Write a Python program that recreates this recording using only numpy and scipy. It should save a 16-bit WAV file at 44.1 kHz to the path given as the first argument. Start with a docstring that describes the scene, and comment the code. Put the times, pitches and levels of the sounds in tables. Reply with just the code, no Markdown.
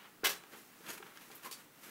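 """A wooden compost bin in a small walled yard, one microphone close by, someone digging with a hand tool.
Stalks rustle; at 0.23 s the tool thuds on the slats and crunches, ringing, into the dry heap.
Scooping strokes and light knocks follow, the strongest stroke at 0.9 s with a squeak of the blade.
Near 1.5 s the blade squeaks twice more and dry stems crackle; a last scoop comes at 1.85 s.
Short reflections from the walls and quiet outdoor air lie under it all."""
import sys
import numpy as np
from scipy import signal
from scipy.fft import rfft, irfft
from scipy.io import wavfile
from scipy.ndimage import uniform_filter1d

SR = 44100
rng = np.random.default_rng(int(sys.argv[2]) if len(sys.argv) > 2 else 0)


def put_to_file(sound):
    """Save the sound as 16-bit audio at rate SR, in the file named by the first command-line argument."""
    columns = np.atleast_2d(sound).T  # one column per channel
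    safe = np.clip(columns, -1, 1)
    whole_steps = np.round(safe * 32767)
    wavfile.write(sys.argv[1], SR, whole_steps.astype(np.int16))


N = 83790
TIME = np.arange(N) / SR

# jolts of the tool into the heap: peak t/s, rise/s, fall/s, crunch level/dB, ring level/dB
TOOL_JOLTS = [(0.248, 0.0046, .010, -30, -32.5), (0.257, 0.0054, 0.0098, -31, -33),
              (.271, 0.0033, .010, -30.5, -49), (0.296, 0.0052, 0.027, -35.5, -54)]
# modes of the tool: f/Hz, relative level/dB, t60/s
TOOL_MODES = [(1102, -6.5, 0.25), (1360, -8.5, 0.1), (1592, -1, 0.16), (1688, -1.5, 0.15),
              (2058, 0.5, 0.13), (2137, -3.5, 0.14), (2633, -2, 0.2), (2752, -7, 0.074), (2940, 2, 0.08),
              (3040, -2.5, 0.069), (3330, -6, 0.13), (3680, -17, 0.14), (3984, -7, 0.28),
              (5870, -6.5, 0.18)]
# spectrum of dry matter giving way: f/Hz, relative level/dB
CRUNCH_SPECTRUM = [(60, -24), (200, -13.5), (400, -3.5), (750, -1), (1500, 2), (2800, -2), (4200, -1),
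                   (7000, -4), (10000, -7), (13000, -2), (16000, -5)]
def tool_stab():
    """Close to the microphone, the tool crunches into the heap in quick jolts that set it ringing."""
    envelope = sum(amp(db) * swell(peak, rise, fall) for peak, rise, fall, db, _ in TOOL_JOLTS)
    crunch = envelope * rustle(CRUNCH_SPECTRUM)
    drive = sum(amp(db) ** 2 * swell(peak, rise, rise / 2) / (rise * SR)
                for peak, rise, _, _, db in TOOL_JOLTS)
    mode_norm = np.linalg.norm(amp([db for _, db, _ in TOOL_MODES]))
    ring = 0
    for hz, db, t60 in TOOL_MODES:
        retained = np.exp(-2 * np.log(1000) / (t60 * SR))  # share of energy left after one sample
        energy = signal.lfilter([1], [1, -retained], drive)
        ring += amp(db) / mode_norm * np.sqrt(energy) * friction_tone(hz, width_hz=22.6)
    return crunch + ring


# blows on the slats: t/s, level/dB, most excited f/Hz, spread/octaves
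SLAT_BLOWS = [(.234, -37, 430, 0.44), (0.2333, -36.5, 1600, 0.74), (.239, -36.5, 1150, 0.7),
              (.254, -39.5, 386, 0.45), (.265, -41.5, 1200, 0.8), (.292, -44, 750, 1.0),
              (.294, -49.5, 190, 0.58), (0.4365, -51, 1100, 1.1), (0.548, -53, 900, 1.6),
              (.806, -55, 270, 0.67), (.841, -52, 2500, 1), (1.002, -50, 470, 0.61),
              (1.026, -41.5, 1410, 1), (1.172, -49, 1850, 0.33), (1.301, -50, 700, 0.48),
              (1.393, -56, 1600, 0.61), (1.512, -52.5, 900, 1.2)]
# modes of the wooden bin: f/Hz, relative level/dB, t60/s
BIN_MODES = [(185, -13, 0.105), (302, -7, 0.063), (370, 0.5, 0.064), (428.3, -0.5, 0.087), (574, -6, 0.018),
             (790, 2.5, 0.032), (1106, 1.5, 0.024), (1373, 5.5, 0.028), (1597, 5.5, 0.024),
             (1875, -3, 0.021), (2320, 0, 0.022), (3340, -21, 0.016), (4630, -14, .02), (6360, -19, .015)]
def bin_knocks(contact_s=0.0011, scatter_turns=0.38, shove_at_s=0.235, shove_s=0.0057, shove_db=-47.5):
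    """Each blow rings the bin's modes; the first heavy thud also shoves the whole box."""
    hz, mode_db, t60 = np.transpose(BIN_MODES)[:, :, None]
    knocks = np.zeros(N)
    for start, db, centre_hz, octaves in SLAT_BLOWS:
        t = np.maximum(TIME - start, 0)[:round((start + .3) * SR)]
        weight = amp(mode_db + bell_db(hz, centre_hz, octaves))
        weight /= np.linalg.norm(weight)
        turns = hz * t + scatter_turns * rng.random(hz.shape)
        modes = weight * np.exp(-np.log(1000) * t / t60) * np.sin(2 * np.pi * turns)
        attack = 1 - np.exp(-t / contact_s)
        knocks[:len(t)] += 2 * amp(db) * modes.sum(0) * attack
    half_cycles = np.maximum(TIME - shove_at_s, 0) / shove_s
    shove = amp(shove_db) * np.sin(np.pi * half_cycles) * np.exp(-half_cycles)
    return knocks + shove


# strokes in the bin: peak t/s, rise/s, fall/s, soil level/dB, stalk level/dB, leaf level/dB
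SCOOP_STROKES = [(0.013, 0.03, 0.055, -92, -58, -79), (0.054, 0.014, 0.021, -70.5, -56.5, -79),
                 (0.541, 0.023, 0.026, -59.5, -54.5, -58), (0.584, 0.027, 0.041, -63, -63.5, -58.5),
                 (.872, 0.027, 0.036, -59, -54, -56.5), (.895, 0.015, 0.01, -53, -45, -47),
                 (0.905, 0.0046, 0.014, -52.5, -48, -41), (0.937, 0.009, 0.02, -57.5, -53.5, -48),
                 (0.98, 0.0048, 0.009, -60, -51.5, -51), (1.07, 0.029, 0.047, -67, -59, -68),
                 (1.165, 0.013, 0.026, -74, -57.5, -64), (1.225, 0.022, 0.026, -68.5, -58.5, -59),
                 (1.32, 0.013, 0.051, -62, -59, -61.5), (1.438, 0.011, 0.011, -62, -54, -54),
                 (1.452, 0.0086, 0.024, -58, -51.5, -49), (1.464, 0.0076, 0.019, -55.5, -49, -51.5),
                 (1.605, 0.022, 0.024, -86, -60.5, -63), (1.844, 0.019, 0.068, -63, -59, -55),
                 (1.888, 0.017, 0.044, -60.5, -65, -69)]
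# the heap stirring under the hands: t/s, stalk level/dB, leaf level/dB
HEAP_STIR = [(0, -74, -68), (.2, -72, -71), (.4, -62.5, -74), (.48, -66.5, -66), (.63, -72.5, -63),
             (.7, -68.5, -66), (.76, -66.5, -65), (.83, -64.5, -63), (1.0, -65, -63.5), (1.12, -63, -66.5),
             (1.28, -68, -61.5), (1.37, -64.5, -60), (1.41, -65.5, -67), (1.56, -65, -62.5),
             (1.7, -72.5, -71.5), (1.8, -67, -64), (1.9, -61, -59.5)]
# spectra of dull soil, stalks and crisp dry leaves: f/Hz, relative level/dB
SOIL_SPECTRUM = [(40, -29), (100, -18.5), (180, -1.5), (380, -0.5), (600, -5), (1200, -40), (4000, -56)]
STALK_SPECTRUM = [(150, -41), (500, -13), (900, 1.5), (1400, 3.5), (2000, -0.5), (2900, -1.5), (4500, -12),
                  (8000, -31.5), (16000, -40)]
LEAF_SPECTRUM = [(400, -24), (1800, 5), (3200, -1), (6500, 0), (9500, -1.5), (13000, 2), (16000, -5.5)]
def scooping():
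    """Strokes move soil, stalks and dry leaves; between them the heap keeps stirring."""
    soil_power, stalk_power, leaf_power = sum((amp(levels)[:, None] * swell(peak, rise, fall)) ** 2
                                              for peak, rise, fall, *levels in SCOOP_STROKES)
    times, stalk_db, leaf_db = np.transpose(HEAP_STIR)
    stalk_power += amp(np.interp(TIME, times, stalk_db)) ** 2
    leaf_power += amp(np.interp(TIME, times, leaf_db)) ** 2
    soil = np.sqrt(soil_power) * rustle(SOIL_SPECTRUM)
    stalks = np.sqrt(stalk_power) * rustle(STALK_SPECTRUM)
    leaves = np.sqrt(leaf_power) * rustle(LEAF_SPECTRUM)
    return soil + stalks + leaves


# stems breaking: peak t/s, rise/s, fall/s, level/dB, centre f/Hz, spread/octaves
STEM_SNAPS = [(0.2414, .0008, 0.0059, -42, 4170, 0.22), (0.251, 0.00092, 0.0061, -39, 4000, 0.23),
              (.26, 0.002, 0.01, -30.5, 2880, 0.21), (.318, .0008, .004, -44, 4000, 0.77),
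              (.333, .001, .004, -44, 2500, 0.8), (.4374, 0.00036, 0.0014, -49.5, 2480, 0.77),
              (.865, .001, 0.0044, -48, 3000, 0.45), (1.026, 0.00076, 0.0082, -55, 2700, .3),
              (1.068, .001, .004, -58.5, 3200, 0.53), (1.1742, 0.001, .0025, -51.5, 3540, 0.59),
              (1.213, .001, .004, -59, 3400, 0.41), (1.316, 0.0022, .005, -54, 3000, 0.35),
              (1.352, 0.0017, 0.018, -50.5, 13200, 0.19), (1.514, 0.0023, 0.016, -43.5, 5000, 1.5),
              (1.528, 0.0027, 0.023, -46, 5500, 1.3)]
def snapping_stems():
    """Dry stems snap and shed grit, from single sharp ticks to short bursts of crackle."""
    snaps = np.zeros(N)
    for peak, rise, fall, db, centre_hz, octaves in STEM_SNAPS:
        crackle = colour(fractures(), lambda hz: bell_db(hz, centre_hz, octaves))
        snaps += amp(db) * swell(peak, rise, fall) * crackle
    return snaps


# scrapes of the blade: peak t/s, rise/s, fall/s, level/dB, f/Hz
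BLADE_SCRAPES = [(.897, 0.008, 0.014, -51, 6700), (1.463, 0.01, 0.016, -48, 1057),
                 (1.535, .01, 0.018, -54.5, 4580)]
def blade_squeaks():
    """Friction on the scraping blade gives brief, rough squeaks."""
    return sum(amp(db) * swell(peak, rise, fall) * friction_tone(hz, width_hz=55)
               for peak, rise, fall, db, hz in BLADE_SCRAPES)


# reverberation of the yard: f/Hz, t60/s
YARD_DECAY = [(150, 0.37), (500, 0.4), (1500, 0.28), (4000, 0.23), (9000, 0.3), (15000, 0.15)]
def yard_reflections(direct, echoes_per_s=4000, build_up_s=0.0076):
    """The near walls scatter the sound back to the microphone; the treble dies faster."""
    length = SR // 2
    echoes = rng.standard_normal(length) * (rng.random(length) < echoes_per_s / SR)
    hz, t, bands = signal.stft(echoes, SR, nperseg=256)
    decay = np.exp(-np.log(1000) * t / at_hz(YARD_DECAY, hz)[:, None])
    tail = signal.istft(bands * decay, SR)[1]
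    tail *= np.minimum(np.arange(len(tail)) / SR / build_up_s, 1) ** 2
    return signal.fftconvolve(direct, tail / np.linalg.norm(tail))[:N]


# spectrum of the outdoor background: f/Hz, relative level/dB
AIR_SPECTRUM = [(20, -12), (55, -22), (100, -8.5), (180, 2), (300, 2), (600, -5.5), (1300, -8.5),
                (3000, -15.5), (7000, -18), (13000, -18), (16000, -10)]
def outdoor_air(level_db=-61):
    """A steady, low hush all around the microphone."""
    return amp(level_db) * colour(rng.standard_normal(N), lambda hz: at_hz(AIR_SPECTRUM, hz))


def fractures(per_s=7000, spread_db=3, hiss_share=0.43):
    """Countless tiny fractures of uneven size over a fine hiss."""
    size = amp(spread_db * np.minimum(rng.exponential(1, N), 5))
    clicks = size * rng.choice([-1, 1], N) * (rng.random(N) < per_s / SR)
    return np.sqrt(1 - hiss_share) * unit_rms(clicks) + np.sqrt(hiss_share) * rng.standard_normal(N)


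def rustle(spectrum):
    """Steady crackle of one material."""
    return colour(fractures(), lambda hz: at_hz(spectrum, hz))


def friction_tone(hz, width_hz):
    """A resonance whose phase is jostled by friction, at rms 1."""
    drift = np.cumsum(rng.standard_normal(N)) * np.sqrt(2 * np.pi * width_hz / SR)
    return np.sqrt(2) * np.sin(2 * np.pi * hz * TIME + uniform_filter1d(drift, size=90))


def swell(peak, rise, fall):
    """Rounded rise to a peak, then exponential release."""
    t = TIME - peak
    return np.exp(-(np.minimum(t, 0) / rise) ** 2 - np.maximum(t, 0) / fall)


def colour(x, db_of):
    """Gives a steady signal a spectrum, at rms 1."""
    gain = amp(db_of(np.fft.rfftfreq(N, 1 / SR)))
    return unit_rms(irfft(rfft(x) * gain, N))


def bell_db(hz, centre_hz, octaves):
    """A broad hump around a frequency."""
    return -20 * np.log10(1 + (np.log2((hz + 1) / centre_hz) / octaves) ** 2 / 2)


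def at_hz(table, hz):
    """Reads a table on a log-frequency axis."""
    f, value = np.transpose(table)
    return np.interp(np.log(hz + 1), np.log(f + 1), value)


def amp(db):
    """Decibels to gain."""
    return 10 ** (np.asarray(db) / 20)


def unit_rms(x):
    """Scales to rms 1."""
    return x / np.sqrt(np.mean(x ** 2) + 1e-20)


def scene(reflections_db=-11.5):
    """At the microphone, in mono: the digging up close, the walls behind it, then the open air."""
    digging = bin_knocks() + tool_stab() + scooping() + snapping_stems() + blade_squeaks()
    return (digging + amp(reflections_db) * yard_reflections(digging) + outdoor_air())[None]


def record(dry, cutoff_hz=15780):
    """The recorder's band limit cuts the highest treble."""
    lowpass = signal.firwin(1023, cutoff_hz, window=("kaiser", 9), fs=SR)
    return signal.oaconvolve(dry, lowpass[None], "same")


dry = scene()
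out = record(dry)
put_to_file(out)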